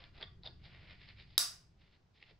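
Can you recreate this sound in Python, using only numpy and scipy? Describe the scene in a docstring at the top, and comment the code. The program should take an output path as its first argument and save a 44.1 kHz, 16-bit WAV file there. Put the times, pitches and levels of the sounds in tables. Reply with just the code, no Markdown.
"""Hands fold the flap of a nylon pouch over a table in a small wooden shelter, over low outdoor rumble and faint air.
From the start the cloth rubs in short strokes (dense grains); in the first half second plastic buckle halves tick
(ring, knock, rattle) and fingers bump the padded pouch (damped noise). One more tick comes near 1.1 s. Near 1.4 s
the buckle snaps shut (modes on a crack) and the plank walls ring (fading noise). Fainter strokes follow, with two
ticks and a bump near 2.3 s."""
import sys
import numpy as np
from scipy import signal
from scipy.fft import rfft, irfft, next_fast_len
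from scipy.io import wavfile
from scipy.ndimage import uniform_filter1d

SR = 44100
rng = np.random.default_rng(int(sys.argv[2]) if len(sys.argv) > 2 else 0)


def generate_wav(signal):
    """Clip the signal to [-1, 1] and save it as 16-bit WAV at the path in sys.argv[1]."""
    frames = np.transpose(np.atleast_2d(signal))
    scaled = np.clip(frames, -1, 1) * 32767
    pcm = np.round(scaled).astype(np.int16)
    wavfile.write(sys.argv[1], SR, pcm)


N = 105795


def undb(db):
    """Decibels to amplitude gain."""
    return 10 ** (np.asarray(db) / 20)


def unit(x):
    """Scale to an energy of one."""
    return x / np.sqrt(np.sum(x ** 2, axis=-1, keepdims=True))


def stereo(mid, side, side_db):
    """Mid plus side, the side with opposite sign at each ear."""
    return mid + undb(side_db) * side * np.array([[1], [-1]])


def colour(x, points):
    """Causal minimum-phase filter through (frequency [Hz], gain [dB]) points."""
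    size = 2 * next_fast_len(N)
    hz, db = np.array(points, float).T
    log_hz = np.log(np.fft.rfftfreq(size, 1 / SR) + 1)
    cepstrum = irfft(np.interp(log_hz, np.log(hz), np.log(undb(db))))
    # fold the cepstrum onto positive time
    cepstrum[1:size // 2] *= 2
    cepstrum[size // 2 + 1:] = 0
    return irfft(rfft(x, size) * np.exp(rfft(cepstrum)))[..., :N]


def fade(t60_s):
    """Exponential decay, 60 dB down after t60_s."""
    return np.exp(-np.minimum(np.log(1000) * np.arange(N) / SR / t60_s, 60))


def ring(hz, t60_s):
    """One struck mode: a decaying cosine."""
    return np.cos(2 * np.pi * hz * np.arange(N) / SR) * fade(t60_s)


def at(x, time_s):
    """Delay a sound to its moment."""
    return np.concatenate([np.zeros(max(int(time_s * SR), 0)), x])[:N]


def wander(size, count):
    """Smooth random values of spread one, new about every count steps."""
    return uniform_filter1d(rng.standard_normal(size), count) * np.sqrt(count)


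def burst(envelope):
    """Rattle of micro-contacts: enveloped noise, spectrum evened out, then shaped again."""
    x = rng.standard_normal(N) * envelope
    spectrum = rfft(x)
    magnitude = np.abs(spectrum)
    even = irfft(spectrum / (magnitude + .3 * magnitude.mean()), N)
    return unit(even * envelope ** .25)


def noise(points, side_db):
    """Coloured stereo noise, mid and side each of rms one before side_db."""
    mid, side = unit(colour(rng.standard_normal((2, N)), points)) * np.sqrt(N)
    return stereo(mid, side, side_db)


def cut_treble(x):
    """Steep low-pass near 5.1 kHz, plus a faint skirt of treble up to about 6.3 kHz."""
    edge = signal.butter(20, 5120, fs=SR, output="sos")
    skirt = signal.butter(5, 6300, fs=SR, output="sos")
    return signal.sosfilt(edge, x) + undb(-25.5) * signal.sosfilt(skirt, x)


# spectrum of the outdoor air: (frequency [Hz], relative level [dB])
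AIR_SPECTRUM = [(200, 9), (400, 7), (800, 4), (1700, -3.5), (5400, -8.5), (7000, -16.5), (9000, -27.5),
                (15000, -36)]
# spectrum of the outdoor rumble: (frequency [Hz], relative level [dB])
RUMBLE_SPECTRUM = [(15, -1), (30, -5), (50, 2.5), (80, 1), (125, 0), (170, -5), (240, -18), (400, -20),
                   (900, -68)]
# course of the rumble: (time [s], level [dB])
RUMBLE_COURSE = [(0, -61.5), (.45, -58), (.9, -59), (1.35, -62.5), (1.85, -68), (2.099, -72), (2.35, -67.5)]
AIR_DB = -78.5


def background():
    """Low rumble noise of changing level, and faint steady air noise."""
    rumble_db = np.interp(np.arange(N) / SR, *np.array(RUMBLE_COURSE).T)
    rumble = undb(rumble_db) * noise(RUMBLE_SPECTRUM, side_db=-15.5)
    return rumble + undb(AIR_DB) * noise(AIR_SPECTRUM, side_db=-3)


# strokes of nylon on nylon: (peak time [s], rise to peak from 1/e [s], fall to 1/e [s], swish level [dB],
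# dull rub re swish [dB], thin scrape re swish [dB])
CLOTH_STROKES = [(0.017, 0.086, 0.06, -63.5, -3, -6), (.18, 0.036, 0.037, -64, -2, -4.5),
                 (.228, 0.03, 0.02, -60.5, 2, -3.5), (0.469, 0.028, 0.017, -65.5, 0.5, 7.5),
                 (0.661, 0.025, 0.023, -65, -4, 1.5), (.79, 0.14, 0.13, -63.5, -8, -19),
                 (0.911, 0.038, 0.043, -60, -8.5, -9), (1.03, 0.047, 0.072, -62, -14.5, -9.5),
                 (1.094, 0.015, 0.029, -59.5, -11, -9.5), (1.203, 0.033, 0.035, -59.5, -13.5, -5.5),
                 (1.298, 0.031, 0.25, -74, -7, 1.5), (1.819, 0.03, 0.088, -75, -6, -5),
                 (1.94, 0.026, 0.029, -76.5, -3, -1.5), (2.169, 0.021, 0.024, -73, -12, -1),
                 (2.227, 0.024, 0.026, -67.5, -10, -8.5), (2.292, 0.033, 0.033, -67.5, -7, -4)]
# spectra of swish, rub and scrape before cut_treble(): (frequency [Hz], relative level [dB])
SWISH_SPECTRUM = [(200, -6), (800, -15), (1500, -7.5), (1850, 4), (2300, 4), (3300, -0.5), (5000, -7.5),
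                  (8000, -10.5)]
RUB_SPECTRUM = [(100, -5.5), (220, -1), (420, 2), (750, 4), (1100, -1.5), (1500, 3), (2500, -15.5)]
SCRAPE_SPECTRUM = [(1500, -33), (2900, -9.5), (3600, -1.5), (4900, -6.5), (6500, -10.5)]
GRAINS_PER_S, GRAIN_SPREAD_DB = 2700, -1
CATCHES_PER_S, CATCH_DB = 160, 1.6


def cloth():
    """Threads catch and slip in dense tiny grains; each stroke swells and dies with its own mix."""
    t = np.arange(N) / SR
    powers = []
    for peak_s, rise_s, fall_s, db, _, _ in CLOTH_STROKES:
        width_s = np.where(t < peak_s, rise_s, fall_s)
        powers.append(undb(db) ** 2 * np.exp(-2 * ((t - peak_s) / width_s) ** 2))
    powers = np.array(powers)
    shares = undb([(0, rub_db, scrape_db) for *_, rub_db, scrape_db in CLOTH_STROKES]).T
    out = 0
    for share, spectrum in zip(shares, (SWISH_SPECTRUM, RUB_SPECTRUM, SCRAPE_SPECTRUM)):
        struck = rng.random(N) < GRAINS_PER_S / SR
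        sign = rng.choice([-1, 1], N)
        size = undb(GRAIN_SPREAD_DB * np.minimum(rng.exponential(size=N), 5))
        texture = unit(cut_treble(colour(struck * sign * size, spectrum)))
        out = out + np.sqrt(share ** 2 @ powers * N) * texture
    catches = uniform_filter1d(wander(N, int(SR / CATCHES_PER_S)), size=64)
    return out * undb(CATCH_DB * catches)


def near(x, side_db):
    """Direct sound, its scatter off hands and table, and one thin, slightly smeared echo."""
    # burst() reshapes both fades
    scatter = signal.fftconvolve(x, at(burst(fade(0.0072)), .0006))[:N]
    echo = signal.fftconvolve(x, at(burst(fade(.003)), .0108))[:N]
    echo = signal.sosfilt(signal.butter(1, 1400, "high", fs=SR, output="sos"), echo)
    return stereo(x, scatter, side_db) + undb(-10.5) * echo


# bands of the plank walls: (frequency [Hz], decay t60 [s], relative level [dB])
WALL_BANDS = [(150, .3, -10), (500, 0.41, -5.5), (1400, 0.38, 1), (2610, .39, -3.5), (3750, 0.3, -3.5),
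              (4600, .33, 0.5), (5390, 0.35, 1), (7700, 0.31, 7), (9300, .28, 4.5), (10700, 0.25, -3),
              (15000, 0.28, -3)]
WALL_DELAY_S, BUILD_S, PATCHY_DB = 0.0045, 0.028, 2


def shelter(side_db=-3.0):
    """Plank reflections thicken, then die band by band, unevenly over pitch and differently at each ear."""
    t = np.arange(N) / SR
    log_hz = np.log(np.fft.rfftfreq(N, 1 / SR) + 1)
    spectrum = rfft(rng.standard_normal((2, N))) * undb(PATCHY_DB * wander(len(log_hz), count=200))
    centres = np.log([row[0] for row in WALL_BANDS])
    tail = 0
    # each unit vector gives one triangular band
    for (_, t60_s, db), band in zip(WALL_BANDS, np.eye(len(WALL_BANDS))):
        banded = irfft(spectrum * np.interp(log_hz, centres, band), N)
        tail = tail + undb(db) * fade(t60_s) * banded
    mid, side = tail * np.sqrt(np.clip((t - WALL_DELAY_S) / BUILD_S, 0, 1))
    return unit(stereo(mid, side, side_db))


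def place(x, walls, wet_db, side_db):
    """Close sound plus the shelter's ring by convolution."""
    wet = signal.fftconvolve(x[None], walls, axes=1)[:, :N]
    return near(x, side_db) + undb(wet_db) * wet


# buckle halves touching, before cut_treble(): (time [s], ring level [dB], ring frequency [Hz], ring t60 [s],
# dull knock re ring [dB], bright rattle re ring [dB])
BUCKLE_TICKS = [(0.0395, -33, 3500, 0.0053, -2, -10), (0.211, -31, 4380, 0.005, -0.5, -5),
                (.2168, -35, 3600, 0.0072, 8, -4), (.2266, -21, 3470, 0.0076, -11, -13),
                (.2285, -18, 3484, 0.022, -4, -11.5), (0.23, -24, 3460, 0.018, -9.5, -12),
                (.2375, -33.5, 3570, 0.013, -11, -12), (.271, -35, 3506, 0.062, -24, -21),
                (0.4341, -31, 3960, 0.0081, -20, -0.5), (0.455, -32, 3870, 0.005, -13, 5),
                (.459, -27, 3700, 0.0071, -14, -6), (0.4624, -21, 3740, 0.01, -17, -12),
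                (0.4734, -24, 3600, 0.013, -11, -7), (1.0881, -34, 4313, 0.0082, -4.5, -5),
                (2.226, -34, 2200, 0.007, -2.5, -10), (2.2275, -33, 2600, .007, -5.5, -9)]
# spectrum of the dull knock: (frequency [Hz], gain [dB])
KNOCK_SPECTRUM = [(100, -9), (400, 5.5), (900, -5.5), (1900, 9.5), (3000, -4.5), (4900, -8), (7000, -9.5)]
# spectrum of the bright rattle: (frequency [Hz], relative level [dB])
RATTLE_SPECTRUM = [(1500, -23), (2900, -9), (3800, 0), (4600, 3), (5400, -4.5), (7000, -6)]


def ticks():
    """Light plastic contacts: one ring that depends on the grip, a dull knock and a bright rattle."""
    contact_fade = fade(0.0078)  # reshaped by burst()
    rings, knocks, rattles = 0, 0, 0
    for time_s, db, hz, t60_s, knock_db, rattle_db in BUCKLE_TICKS:
        rings = rings + undb(db) * at(unit(ring(hz, t60_s)), time_s)
        knocks = knocks + undb(db + knock_db) * at(burst(contact_fade), time_s)
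        rattle = unit(colour(burst(contact_fade), RATTLE_SPECTRUM))
        rattles = rattles + undb(db + rattle_db) * at(rattle, time_s)
    return cut_treble(rings + colour(knocks, KNOCK_SPECTRUM) + rattles)


# fingers bumping the padded pouch: (time [s], level [dB], centre frequency [Hz])
POUCH_BUMPS = [(0.228, -34.5, 414), (0.436, -36, 724), (.456, -31, 697), (.474, -31, 677),
               (0.487, -37, 340), (2.309, -40, 419)]
BUMP_T60_S, BUMP_WIDTH = .11, .45


def bumps():
    """Damped thuds of the pouch body: fading noise through a twice-applied band-pass."""
    out = 0
    edge = 1 + BUMP_WIDTH / 2
    for time_s, db, hz in POUCH_BUMPS:
        body = signal.butter(1, [hz / edge, hz * edge], "band", fs=SR, output="sos")
        blow = rng.standard_normal(N) * fade(BUMP_T60_S)
        thud = unit(signal.sosfilt(np.vstack([body, body]), blow))
        out = out + undb(db) * at(thud, time_s)
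    return out


# modes of the closing buckle: (frequency [Hz], relative level [dB], t60 [s])
BUCKLE_MODES = [(1300, -8, 0.0052), (3782, 5.5, 0.012), (4880, 3, 0.008), (5390, 1, 0.0076),
                (6240, -11, 0.013), (7920, -12.5, 0.011), (10540, 1, 0.009)]
# spectrum of its crack: (frequency [Hz], relative level [dB])
CRACK_SPECTRUM = [(100, -5.5), (400, -4), (1100, -5), (2000, -2.5), (3000, -3), (4400, 2), (5400, 3),
                  (7000, -4.5), (8700, -3.5), (9800, 6), (11200, 6), (12500, 1), (15500, -1)]
RING_DB, CRACK_DB = 0, -2.5


def buckle(x):
    """The buckle's answer to a blow: short plastic modes standing on a broad crack."""
    hz = np.fft.rfftfreq(N, 1 / SR) + 1
    mode_power = 0
    for mode_hz, db, t60_s in BUCKLE_MODES:
        half_width_hz = np.log(1000) / (2 * np.pi * t60_s)
        mode_power = mode_power + undb(db) ** 2 / t60_s / ((hz - mode_hz) ** 2 + half_width_hz ** 2)
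    crack_hz, crack_db = np.array(CRACK_SPECTRUM).T
    crack = undb(np.interp(np.log(hz), np.log(crack_hz), crack_db))
    gain = np.hypot(undb(RING_DB) * unit(np.sqrt(mode_power)), undb(CRACK_DB) * unit(crack))
    gain = gain * np.sqrt(len(hz))
    return colour(x, np.column_stack([hz, 20 * np.log10(gain)]))


# latch and its rebounds: (time [s], relative level [dB])
LATCH_CONTACTS = [(1.3789, 2), (1.3795, 4.5), (1.3804, 2), (1.381, -1.5)]


def snap(walls, wet_db):
    """The prongs spring into the socket and rebound; the walls answer the cluster as one blow."""
    contact_fade = fade(0.0069)  # reshaped by burst()
    power = sum(at(undb(db) * contact_fade, time_s) ** 2 for time_s, db in LATCH_CONTACTS)
    contacts = burst(np.sqrt(power))
    room = np.array([at(ear, LATCH_CONTACTS[0][0]) for ear in walls])
    return buckle(near(contacts, side_db=-6.5) + undb(wet_db) * room)


def scene():
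    """Background, cloth, ticks, bumps and snap in the shelter."""
    walls = shelter()
    rubbing = place(cloth(), walls, wet_db=-7, side_db=-10.5)
    touches = place(ticks() + bumps(), walls, wet_db=-10.5, side_db=-18)
    return background() + rubbing + touches + snap(walls, wet_db=0)


def record(dry):
    """Steep elliptic low-pass at 15650 Hz cuts the top."""
    return signal.sosfilt(signal.ellip(10, .2, 80, 15650, fs=SR, output="sos"), dry)


dry = scene()
out = record(dry)
generate_wav(out)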